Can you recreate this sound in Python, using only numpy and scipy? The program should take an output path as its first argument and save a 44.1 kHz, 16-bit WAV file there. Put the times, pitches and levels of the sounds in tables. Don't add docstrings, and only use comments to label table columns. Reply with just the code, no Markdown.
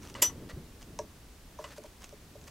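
import sys
import numpy as np
from scipy import signal
from scipy.fft import rfft, irfft, next_fast_len
from scipy.io import wavfile
from scipy.ndimage import map_coordinates

SR = 44100
rng = np.random.default_rng(int(sys.argv[2]) if len(sys.argv) > 2 else 0)


def digitize_waveform(pressure):
    field = np.atleast_2d(pressure).T
    bounded = np.clip(field, -1, 1)
    quanta = np.round(bounded * 32767).astype(np.int16)
    wavfile.write(sys.argv[1], SR, quanta)


N = 110250


def amp(db):
    return 10 ** (np.asarray(db) / 20)


def filtered(x, response):
    size = next_fast_len(N + 8192)
    return irfft(rfft(x, size) * response(np.fft.rfftfreq(size, 1 / SR)), size)[..., :N]


def colour(x, points):
    freqs, db = np.transpose(points)
    shaped = filtered(x, lambda hz: amp(np.interp(np.log(hz + 1), np.log(freqs), db)))
    return shaped / np.sqrt(np.mean(shaped ** 2) + 1e-20)


def noise(points):
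    return colour(rng.standard_normal(N), points)


def since(start):
    return np.maximum(np.arange(N) / SR - start, 0)


def envelope(t, attack, t60, hold=0):
    return (1 - np.exp(-t / attack)) * amp(-60 * np.maximum(t - hold, 0) / t60)


def ring(modes, t, attack):
    return sum(amp(db + rng.normal()) * envelope(t, attack, t60)
               * np.sin(2 * np.pi * (hz * t + rng.random())) for hz, db, t60 in modes)


# frequency in Hz, relative density in dB.
AIR_AHEAD = [(15, -11.5), (30, 0.5), (68, -0.5), (110, -14), (200, -16), (400, -17.5), (800, -21.5),
             (2000, -25.5), (6000, -28.5), (15500, -35)]
AIR_SIDES = [(25, -7.5), (300, -6), (1200, -8.5), (6000, -11.5), (15500, -17)]
def room_tone():
    return amp(-54.5) * noise(AIR_AHEAD), amp(-64.5) * noise(AIR_SIDES)


# time in seconds, level in dB.
RUSTLE_LEVELS = [(0, -50.5), (.28, -48), (0.441, -43.5), (0.502, -52.5), (.58, -45.5), (.64, -52.5),
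                 (.8, -57), (.9, -51), (1.05, -54.5), (1.3, -61.5), (1.8, -58), (1.93, -63.5),
                 (2.15, -58.5), (2.5, -55.5)]
# frequency in Hz, relative density in dB.
CLOTH_SPECTRUM = [(25, -8), (70, 0.5), (140, 0.5), (280, -3), (450, -9.5), (800, -22), (2500, -35),
                  (12000, -46)]
# start in seconds, pitch in Hz, level in dB.
SOFT_BUMPS = [(0.536, 64, -29), (.571, 143, -33.5)]
def handling():
    out = amp(np.interp(since(0), *np.transpose(RUSTLE_LEVELS))) * noise(CLOTH_SPECTRUM)
    for start, hz, db in SOFT_BUMPS:
        t = since(start)
        out += amp(db) * envelope(t, attack=0.004, t60=0.1) * np.sin(2 * np.pi * hz * t)
    return out


# start and length in seconds, grit and housing levels in dB.
STROKES = [(.01, 0.072, -56, -63.5), (0.08, 0.036, -54, -69), (0.173, 0.042, -61, -49),
           (.488, 0.032, -56.5, -47.5), (0.809, 0.023, -53.5, -60), (1.58, 0.067, -57.5, -71),
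           (1.669, 0.027, -56, -65), (1.697, 0.044, -56.5, -54), (1.76, 0.029, -51, -67),
           (1.851, 0.019, -54.5, -63), (2.007, 0.056, -54.5, -65), (2.466, 0.023, -55, -58)]
# frequency in Hz, relative density in dB.
GRIT_SPECTRUM = [(300, -7), (900, 7.5), (2200, 0.5), (4200, -1.5), (6600, -0.5), (8500, -5.5),
                 (15500, -13.5)]
HOUSING_SPECTRUM = [(200, -32), (550, 3), (800, -13.5), (1250, -4), (1550, -7.5), (1850, -3), (2400, -11),
                    (3000, -13), (4500, -14), (12000, -47)]
def scrapes(grains_per_s=900, grain_db=4.5):
    t = since(0)
    roughness = map_coordinates(rng.standard_normal(N), [t * grains_per_s], order=1)
    grit = colour(amp(grain_db * roughness) * rng.standard_normal(N), GRIT_SPECTRUM)
    housing = noise(HOUSING_SPECTRUM)
    out = np.zeros(N)
    for start, length, grit_db, housing_db in STROKES:
        progress = np.clip((t - start) / length, 0, 1)
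        pressure = np.sqrt(np.abs(np.sin(np.pi * progress)))
        out += pressure * (amp(grit_db) * grit + amp(housing_db) * housing)
    return out


# start in seconds, level in dB.
TICK_HITS = [(0.022, -48), (0.031, -47), (0.054, -51), (0.0738, -45), (0.0992, -43.5), (0.142, -40.5),
             (0.498, -44), (0.819, -47), (0.827, -43), (.9893, -31.5), (1.641, -38.5), (1.8377, -46),
             (1.862, -55), (2.0197, -46.5), (2.043, -37), (2.092, -45.5), (2.414, -46.5), (2.4412, -49),
             (2.4782, -42.5), (2.481, -43)]
# frequency in Hz, relative density in dB.
TICK_SPECTRUM = [(100, -32), (400, -10), (1200, -5.5), (3000, -0.5), (4500, -5), (6300, 4), (8500, -9.5),
                 (15500, -23)]
def ticks():
    contacts = sum(amp(db) * envelope(since(start), attack=0.0001, t60=0.011) for start, db in TICK_HITS)
    bursts = contacts * rng.standard_normal(N)
    return np.std(bursts) * colour(bursts, TICK_SPECTRUM)


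# start in seconds, level in dB, t60 of the noise in seconds.
CLACK_HITS = [(.1505, -38.5, 0.11), (.296, -47.5, 0.089), (0.4962, -63, 0.2), (1.6415, -40, 0.1)]
# frequency in Hz, relative density in dB.
CLACK_SPECTRUM = [(100, -22), (300, -19.5), (550, 13), (750, -8.5), (1100, 14), (1500, 2), (2000, -2),
                  (4200, -6.5), (6800, -9), (8800, -9.5), (10500, -27), (15500, -50.5)]
# frequency in Hz, relative level in dB, t60 in seconds.
LOOSE_MODES = [(943, 2, 0.039), (1212, -5.5, 0.024), (1996, -0.5, 0.053), (2917, 2, 0.03),
               (3320, -18.5, 0.028)]
def clacks():
    out = np.zeros(N)
    for start, db, t60 in CLACK_HITS:
        t = since(start)
        contact = envelope(t, attack=0.002, t60=t60) * noise(CLACK_SPECTRUM)
        out += amp(db) * (contact + amp(-1) * ring(LOOSE_MODES, t, attack=0.00067))
    return out


CLINK_S = 0.2215
# frequency in Hz, relative density in dB.
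CHATTER_SPECTRUM = [(150, -15.5), (500, -8), (770, -22), (1000, -8), (1400, -24.5), (2050, -5),
                    (2500, -11.5), (3000, -13), (4300, -18), (5900, -4), (6700, -6), (7350, 1.5),
                    (9300, -13.5), (12400, -10), (13400, -25), (15500, -25)]
RATTLE_SPECTRUM = [(150, -32), (500, -1), (750, 0), (1100, 0.5), (1600, -1), (2000, -4), (2400, -13),
                   (3100, 2.5), (4200, -5), (6000, -0.5), (7400, -12), (9300, -22), (12000, -4),
                   (13400, -16), (15500, -27)]
def clink(slip_s=0.0055):
    t = since(CLINK_S)
    slip = amp(-9) * np.clip(since(CLINK_S - slip_s) / slip_s, 0, 1) ** 2 * (t == 0)
    bite = envelope(t, attack=0.00051, t60=0.041, hold=0.0039)
    chatter = amp(-15.5) * (slip + bite) * noise(CHATTER_SPECTRUM)
    rattle = amp(-29.5) * envelope(t, attack=0.006, t60=0.15) * noise(RATTLE_SPECTRUM)
    return chatter + rattle


# frequency in Hz, level in dB, t60 in seconds.
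STEEL_MODES = [(973, -30, .1), (2030, -36, .12), (2467, -40, .1), (2971, -29, .13), (3385, -32, .11),
               (5013, -32, .11), (7308, -21, .075), (7765, -32, .09), (8687, -37, .11), (10808, -33, .13),
               (11706, -32, .15), (12510, -23.5, .09), (14468, -24, .085)]
def singing_steel(tone_hz=5955, attack_s=0.0026, t60=0.11):
    t = since(CLINK_S)
    tone_db = -23 - 60 * (t / t60) ** 3.1
    tone = (1 - np.exp(-t / attack_s)) * amp(tone_db) * np.sin(2 * np.pi * tone_hz * t)
    return ring(STEEL_MODES, t, attack=0.0013) + tone


# start in seconds, level in dB, contact time in seconds,
# pitch factor, level of the ping in dB.
KNOCK_HITS = [(0.2224, -39, 0.0003, 0.99, -34), (0.99, -33, 0.00017, 1.003, -37),
              (1.589, -39, .0001, 1.03, -49.5), (1.622, -50, 0.00059, 1.06, -60),
              (1.645, -47.5, 0.00018, .99, -64), (1.778, -38.5, 0.00073, 1, -61),
              (1.8409, -45, 0.00049, 1.004, -67), (2.1231, -41, 0.00085, 0.963, -52),
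              (2.351, -42.5, 0.00078, 0.98, -55.5)]
# frequency in Hz, relative level in dB, t60 in seconds.
PING_MODES = [(3950, -9, .015), (5680, -4, 0.023), (6110, -4, 0.023), (6230, 1.5, 0.0092)]
# frequency in Hz, relative level in dB, t60 and delay in seconds.
MOUNT_MODES = [(345, -5, 0.045, 0.019), (431, -3.5, 0.11, .007), (590, 8.5, 0.047, 0.0034),
               (955, 7, 0.031, 0), (1150, -11, .045, 0.003), (1663, -13, 0.04, 0.0035)]
def knocks(swell_cycles=0.87):
    out = np.zeros(N)
    for start, knock_db, contact_s, pitch, ping_db in KNOCK_HITS:
        out += amp(ping_db) * ring(PING_MODES, since(start), attack=0.000098)
        for hz, db, t60, delay in MOUNT_MODES:
            t = since(start + delay)
            gain = amp(knock_db + db) / (1 + (2 * hz * contact_s) ** 4)
            out += gain * envelope(t, swell_cycles / hz, t60) * np.sin(2 * np.pi * pitch * hz * t)
    return out


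def room(x):
    tail = rng.standard_normal(N) * envelope(since(0.003), attack=0.0025, t60=0.13)
    return signal.fftconvolve(x, tail / np.linalg.norm(tail))[:N]


def scene():
    air_mid, air_side = room_tone()
    work = scrapes() + ticks() + clacks() + clink() + knocks()
    mid = air_mid + handling() + work + singing_steel() + amp(-10) * room(work)
    side = air_side + amp(-25) * room(mid)
    return np.array([mid + side, mid - side])


def record(dry, top_hz=15800):
    return filtered(dry, lambda hz: hz < top_hz)


dry = scene()
out = record(dry)
digitize_waveform(out)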